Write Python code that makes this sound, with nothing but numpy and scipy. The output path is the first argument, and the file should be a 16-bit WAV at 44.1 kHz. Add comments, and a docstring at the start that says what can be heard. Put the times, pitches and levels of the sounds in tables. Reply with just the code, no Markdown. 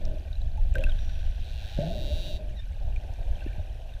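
"""First come a low rumble, a rush of water and a fine crackle, heard through a housing just under the sea
surface. Bubbles plink and gulp close by, each a pocket of air ringing at its own resonance. Dolphins
click far off, with a thin whistle; then a near one scans the housing with a train of pulses that speeds
up to a buzz and stops. A short squeak follows, and the water gurgles on."""
import sys
import numpy as np
from scipy import signal
from scipy.fft import rfft, irfft
from scipy.io import wavfile
from scipy.ndimage import map_coordinates

SR = 44100
rng = np.random.default_rng(int(sys.argv[2]) if len(sys.argv) > 2 else 0)


def inscribe(sig):
    """Save sig as 16-bit PCM at rate SR to the path in sys.argv[1].

    A 1-D sig is mono; a 2-D sig holds one channel per row.
    Samples are clipped to [-1, 1] before scaling.
    """
    pcm = np.round(np.clip(np.atleast_2d(sig).T, -1, 1) * 32767)
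    wavfile.write(sys.argv[1], SR, pcm.astype(np.int16))


N = 176400
T = np.arange(N) / SR

# The near dolphin's pace. Each row: time in seconds, clicks per second.
CLICK_RATE = [(1.4, 105.3), (1.48, 113.6), (1.62, 111.0), (1.72, 101.8), (1.81, 98.4), (1.9, 107.8),
              (2.0, 122.9), (2.1, 148.1), (2.2, 178.7), (2.25, 189.4), (2.29, 189.1), (2.345, 179.5),
              (2.39, 134.4)]
# Its loudness as the beam finds the housing. Each row: time in seconds, level in dB.
BEAM_LEVEL = [(1.38, -70), (1.45, -59), (1.58, -56), (1.8, -54.5), (2.05, -49), (2.29, -47.5),
              (2.37, -51.5), (2.395, -71)]
# A click heard through the housing. Each row: frequency in Hz, relative density in dB.
CLICK_SPECTRUM = [(1200, -40), (1600, -23), (2100, -19), (2700, -3.5), (3300, 4), (3800, 9), (4450, -0.5),
                  (5000, -9.5), (5800, -7.5), (7400, -15), (8800, -18), (10500, -17.5), (12600, -23),
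                  (14000, -17), (15500, -17)]
# Echoes of each click. Each row: delay in seconds, gain in dB.
ECHOES = [(.0013, -6), (.00235, -11), (.00325, -15)]
# Treble lobes of the beam. Each row: middle and width in seconds, frequency in Hz, level in dB.
BEAM_LOBES = [(2.16, 0.061, 9200, -80), (2.02, 0.084, 13850, -78)]
# Distant dolphins. Each row: time in seconds, clicks per second, level in dB.
FAR_CLICKS = [(.85, 81, -73), (1.0, 82, -56.5), (1.36, 85, -58.5), (1.81, 150, -51.5), (2.0, 130, -59),
              (2.3, 98, -55.5)]
# Their timbre. Each row: frequency in Hz, relative density in dB.
FAR_SPECTRUM = [(1250, -31), (1410, 1), (1550, 5), (2190, -4), (2390, 2.5), (3800, 4.5), (4950, -9.5),
                (5790, -8), (7550, -19.5), (15000, -24)]
# Pitch contours. Each row: time in seconds, frequency in Hz, base level in dB.
WHISTLE = [(.95, 5775, -92), (1.0, 5757, -61), (1.15, 5760, -65), (1.45, 5760, -77)]
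SQUEAK = [(2.56, 2005, -71), (2.595, 1790, -54), (2.635, 1910, -58)]
BIG_BUBBLE = [(1.80, 139.4, -40), (1.84, 154.3, -27.5), (1.865, 157, -27), (1.89, 176, -30),
              (1.925, 194, -37.5), (1.98, 215, -59)]
FAINT_TONE = [(1.66, 726, -53.5), (1.8, 876, -56), (1.9, 829, -54)]
# Near bubbles, and snaps of the tiniest. Each row: start in seconds, peak in dB, frequency in Hz.
BUBBLES = [(.315, -56, 1503), (0.3285, -42.5, 3780), (0.354, -45.5, 3980), (0.416, -43.5, 3930),
           (.575, -43, 850), (0.7536, -26.5, 1557), (.755, -34.5, 520.6), (.783, -30, 534),
           (0.793, -47, 2760), (0.821, -48, 1500), (0.8383, -26.5, 2640), (0.8653, -36.5, 1570),
           (0.888, -41, 1490), (.895, -39, 3750), (0.904, -45.5, 3300), (0.918, -39, 3150),
           (0.989, -41, 3700), (2.961, -39, 2400), (3.3546, -46.5, 3170), (3.4062, -43, 2680),
           (3.4186, -48.5, 1565), (3.459, -49, 2640), (3.4728, -47.5, 1790), (3.5294, -49, 2360),
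           (3.8915, -48, 2760), (3.937, -47.5, 3630)]
SNAPS = [(.053, -36.5, 5470), (0.7402, -41.5, 7760), (.761, -53, 7650), (.808, -50, 7000),
         (0.84, -51, 8900), (3.138, -47, 6000)]
# An air pocket. Each row: start in seconds, peak in dB, frequency in Hz, T60 and rise in seconds.
GULPS = [(1.787, -24, 578, 0.098, 0.0027), (1.829, -27.5, 664, 0.054, 0.0043),
         (1.87, -32, 650, 0.04, 0.0033), (1.896, -32, 671, 0.11, 0.0086), (1.947, -35, 660, 0.042, 0.0045),
         (2.1, -34.5, 601.3, .17, 0.017), (2.285, -42.5, 612, 0.15, 0.015), (2.38, -46.5, 615, 0.52, 0.012)]
# Knocks on the housing. Each row: start in seconds, peak in dB, frequency in Hz, T60 in seconds.
KNOCKS = [(.836, -37.5, 253, 0.087), (1.786, -17.5, 150, 0.024), (3.4625, -27.5, 294, 0.013),
          (3.581, -22, 82, 0.15)]
# Rushes of water. Each row: start and length in seconds, body and froth levels in dB before the sag.
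CHURNS = [(0, 0.35, -42, -68), (0.742, 0.26, -39.5, -52), (1.772, 0.855, -37, -63), (3.358, 0.38, -53, -59)]
# Surges of water. Each row: middle in seconds, peak in dB, frequency in Hz, width in seconds.
SURGES = [(.624, -13.5, 27.3, 0.036), (0.72, -13, 47.4, 0.0094), (0.859, -17.5, 26.8, 0.027),
          (2.13, -20.5, 63.3, 0.023)]
# Spectra of the water's noises. Each row: frequency in Hz, relative density in dB.
CHURN_SPECTRUM = [(110, 8), (170, 0.5), (250, -5.5), (340, -3.5), (480, -11), (560, -2), (615, 7),
                  (690, -8.5), (790, -14.5)]
RUMBLE_SPECTRUM = [(15, 5.5), (65, -3.5), (118, -17), (162, -34), (194, -30), (273, -42.5), (450, -54)]
SLOSH_SPECTRUM = [(200, -4), (450, -4.5), (620, 5.5), (850, -2.5), (1000, -17), (1250, -44.5)]
FIZZ_SPECTRUM = [(590, -47), (1000, -7), (1360, -12), (1540, -2), (2190, -12), (2420, -1.5), (3110, -5),
                 (3890, -5.5), (4940, -16.5), (5860, -14), (7100, -20.5), (13200, -22), (15000, -29)]
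# Their envelopes. Each row: time in seconds, gain in dB.
RUMBLE_LEVEL = [(0, -30.5), (.5, -27), (.85, -23.5), (1.4, -28), (3.2, -29), (4, -33.5)]
SLOSH_LEVEL = [(0, -61), (.6, -56), (1.75, -56.5), (2.7, -59), (2.85, -53), (3.4, -51), (4, -55)]
FIZZ_LEVEL = [(0, -55), (.55, -57), (.9, -52), (1.3, -55.5), (2.8, -56), (3.4, -53.5), (3.75, -55.5)]


def near_dolphin():
    """Multipath interference: delayed copies colour each click, and shift as the dolphin nears and turns."""
    start_s, closest_s, ring_hz = 1.3787, 2.3, 2802
    train = pulses(curve(CLICK_RATE) * (T > start_s))
    dull = signal.sosfiltfilt(signal.butter(2, 5560, fs=SR, output="sos"), train)
    treble = train - dull
    away_s = np.maximum(closest_s - T, 0)
    echoes = sum(amp(db) * delayed(dull, delay * (1 + .07 * away_s * drift(hz=30)))
                 for delay, db in ECHOES)
    # A second path round the housing shortens as the dolphin turns.
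    detour = amp(-7) * delayed(treble, .000853 * (1 + .1 * away_s))
    ringing = signal.oaconvolve(train, plink(-28, ring_hz, t60=0.027, rise=1 / ring_hz))[:N]
    smear = amp(-15) * scatter(dull, t60=0.033)
    clicks = unit(filtered(train + detour + echoes + ringing + smear, CLICK_SPECTRUM))
    return level(BEAM_LEVEL) * clicks + beam_lobes(treble)


def beam_lobes(treble):
    """Directivity: narrow treble bands swell and fade as lobes of the beam sweep over the housing."""
    rise_hz_per_s = 1000
    out = np.zeros(N)
    for s, width, hz, db in BEAM_LOBES:
        band = resonate(treble, hz + rise_hz_per_s * (T - s), width_hz=120)
        out += amp(db) * swell(s, width) * unit(band)
    return out


def far_dolphins():
    """Reverberation: scattering in the water smears uneven trains of distant clicks."""
    rate = curve(FAR_CLICKS) * (1 + .03 * drift(hz=27.8))
    train = pulses(rate) * amp(1.8 * drift(hz=49.5))
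    smear = amp(7) * scatter(train, t60=0.1)
    return level(FAR_CLICKS) * unit(filtered(train + smear, FAR_SPECTRUM))


def calls():
    """Harmonic series: one partial makes a thin whistle, three fluttering ones a squeak."""
    return tone(WHISTLE, waver_db=0) + tone(SQUEAK, waver_db=7, harmonics_db=(-8, 1, -17))


def bubbles():
    """Bubble resonance: each pinches off with a brief crack, then rings on the springiness of its air."""
    rings, cracks = np.zeros((2, N))
    pinch_s = .002
    pinch = amp(-10) * np.exp(-T[T < 10 * pinch_s] / pinch_s)
    for s, db, hz in BUBBLES:
        add(rings, s, plink(db, hz, t60=63 / hz, rise=4.5 / hz, glide_per_s=.25))
        add(cracks, s, amp(db) * pinch)
    for s, db, hz in SNAPS:
        add(rings, s, plink(db, hz, t60=0.0032, rise=0.00021))
        add(cracks, s, amp(db) * pinch)
    return rings + cracks * noise(FIZZ_SPECTRUM)


def big_bubble():
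    """The resonance of a big bubble rises in pitch as it lifts off."""
    return tone(BIG_BUBBLE, waver_db=1, harmonics_db=(0, -16))


def gulps_and_knocks():
    """Damped free vibration: an air pocket gulps at the housing, and knocks on it ring dully."""
    out = np.zeros(N)
    for s, db, hz, t60, rise in GULPS:
        add(out, s, plink(db, hz, t60, rise))
    for s, db, hz, t60 in KNOCKS:
        add(out, s, plink(db, hz, t60, rise=0.0032))
    return out


def churn():
    """Resonant noise and a froth of small bubbles share an envelope: each rush swells, sags and stops."""
    attack_s, release_s, sag_db_per_s = 0.0081, 0.21, 13
    body, froth = np.zeros((2, N))
    for s, length, body_db, froth_db in CHURNS:
        attack = np.clip((T - s) / attack_s, 0, 1)
        release = np.clip((s + length - T) / release_s, 0, 1)
        envelope = attack * release * amp(-sag_db_per_s * (T - s))
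        body += amp(body_db) * envelope
        froth += amp(froth_db) * envelope
    return body * noise(CHURN_SPECTRUM) + froth * swarm(per_s=680, band_hz=(1460, 4250), spread_db=3)


def water():
    """Pressure fluctuations: water thuds and surges against the housing and sloshes at the surface."""
    rumble = amp(curve(RUMBLE_LEVEL)) * unit(noise(RUMBLE_SPECTRUM) * amp(2.2 * drift(hz=16)))
    for s, db, hz, width in SURGES:
        rumble += amp(db) * swell(s, width) * np.sin(2 * np.pi * hz * (T - s))
    slosh = amp(curve(SLOSH_LEVEL)) * unit(noise(SLOSH_SPECTRUM) * amp(2.7 * drift(hz=35)))
    return rumble + slosh


def sea_fizz():
    """Incoherent addition: tiny bubbles merge into a crackle over smooth hiss and sparser ticks."""
    ticks = amp(-74) * swarm(per_s=200, band_hz=(4530, 13300), spread_db=2.5)
    hiss = amp(-6) * noise(FIZZ_SPECTRUM)
    crackle = amp(-9.5) * swarm(per_s=500, band_hz=(1514, 13100), spread_db=3)
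    return ticks + amp(curve(FIZZ_LEVEL)) * (hiss + crackle)


def swarm(per_s, band_hz, spread_db, pitches=30):
    """A Poisson process: tiny bubbles ring at random times and strengths, heard through the housing."""
    grains = np.zeros(N)
    for hz in np.geomspace(*band_hz, pitches):
        onsets = rng.random(N) < per_s / pitches / SR
        strength = amp(spread_db * np.minimum(rng.exponential(1, N), 4))
        grains += signal.oaconvolve(onsets * strength, plink(0, hz, t60=45 / hz, rise=1.46 / hz))[:N]
    return unit(filtered(grains, FIZZ_SPECTRUM))


def plink(db, hz, t60, rise, glide_per_s=0):
    """A damped oscillator with a soft start and an optional pitch glide."""
    t = np.arange(0, t60 + 4 * rise, 1 / SR)
    envelope = (1 - np.exp(-(t / rise) ** 2)) * np.exp(-np.log(1000) * t / t60)
    phase = 2 * np.pi * hz * (t + glide_per_s * t ** 2 / 2)
    return amp(db) * envelope / envelope.max() * np.sin(phase)


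def tone(contour, waver_db, harmonics_db=(0,)):
    """Modulation: harmonics follow a pitch contour while their level wavers at random."""
    phase = 2 * np.pi * np.cumsum(curve(contour)) / SR
    harmonics = sum(amp(db) * np.sin(k * phase) for k, db in enumerate(harmonics_db, 1))
    return level(contour) * amp(waver_db * drift(hz=39.7)) * harmonics


def pulses(rate):
    """Band-limited impulses, one per cycle of a moving rate, of mean power about 1."""
    cycles = np.cumsum(rate) / SR
    at = np.flatnonzero(np.diff(np.floor(cycles[:-32])) > 0)
    exact = at + (np.ceil(cycles[at]) - cycles[at]) * SR / rate[at]
    taps = at[:, None] + np.arange(-8, 9)
    out = np.zeros(N)
    out[taps] = np.sinc(taps - exact[:, None]) * np.hanning(17) * np.sqrt(SR / rate[at])[:, None]
    return out


def scatter(x, t60):
    """Diffuse reflection: the rippling surface gives every click a new tail of noise."""
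    fade = np.exp(-2 * np.log(1000) / (t60 * SR))
    power = signal.lfilter([1 - fade], [1, -fade], x ** 2)
    return np.sqrt(power + 1e-20) * rng.standard_normal(N)


def delayed(x, s):
    """Propagation delay of s seconds, varying with time."""
    return map_coordinates(x, [(T - s) * SR])


def resonate(x, hz, width_hz):
    """A resonance whose centre follows a curve."""
    carrier = np.exp(2j * np.pi * np.cumsum(hz) / SR)
    pole = np.exp(-np.pi * width_hz / SR)
    return (carrier * signal.lfilter([1 - pole], [1, -pole], x / carrier + 1e-18)).real


def filtered(x, spectrum, size=4096):
    """Minimum-phase filtering: the ringing follows each click and never precedes it."""
    log_gain = np.log(spectral_gain(spectrum, abs(np.fft.fftfreq(size, 1 / SR))))
    response = np.exp(np.conj(signal.hilbert(log_gain)))
    return signal.oaconvolve(x, np.fft.ifft(response).real[:size // 2])[:N]


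def noise(spectrum):
    """Spectral shaping of white noise, at rms 1."""
    gain = spectral_gain(spectrum, np.fft.rfftfreq(N, 1 / SR))
    return unit(irfft(rfft(rng.standard_normal(N)) * gain, N))


def drift(hz):
    """Random fluctuation slower than about hz, at rms 1."""
    rolloff = 1 + (np.fft.rfftfreq(N, 1 / SR) / hz) ** 4
    return unit(irfft(rfft(rng.standard_normal(N)) / rolloff, N))


def spectral_gain(spectrum, hz):
    """Frequency response at hz, falling 40 dB per octave past the table's ends."""
    points_hz, db = np.transpose(spectrum)
    octave, points = np.log2(hz + 1), np.log2(points_hz + 1)
    outside = abs(octave - np.clip(octave, points[0], points[-1]))
    return amp(np.maximum(np.interp(octave, points, db) - 40 * outside, -100))


def swell(s, width):
    """Gaussian envelope centred on time s."""
    return np.exp(-((T - s) / width) ** 2)


def curve(rows, column=1):
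    """Linear interpolation of a time table at every sample."""
    rows = np.array(rows)
    return np.interp(T, rows[:, 0], rows[:, column])


def level(rows):
    """Envelope from a table's last column, silent outside its span."""
    return amp(curve(rows, column=-1)) * (T >= rows[0][0]) * (T <= rows[-1][0])


def amp(db):
    """Decibels to amplitude ratio."""
    return 10 ** (np.asarray(db) / 20)


def unit(x):
    """Normalisation to rms 1."""
    return x / np.sqrt(np.mean(x ** 2) + 1e-20)


def add(mix, s, sound):
    """Superposes a sound at time s."""
    part = mix[max(round(s * SR), 0):][:len(sound)]
    part += sound[:len(part)]


def scene():
    """Superposition: all pressures add at one underwater microphone."""
    dolphins = near_dolphin() + far_dolphins() + calls()
    background = tone(FAINT_TONE, waver_db=2) + water() + churn() + sea_fizz()
    close = bubbles() + big_bubble() + gulps_and_knocks()
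    return (dolphins + close + background)[None]


def record(dry):
    """Band limiting: a steep low-pass filter removes the highest treble."""
    lowpass = signal.firwin(401, cutoff=15600, window=("kaiser", 9), fs=SR)
    return signal.oaconvolve(dry, lowpass[None], "same")


dry = scene()
out = record(dry)
inscribe(out)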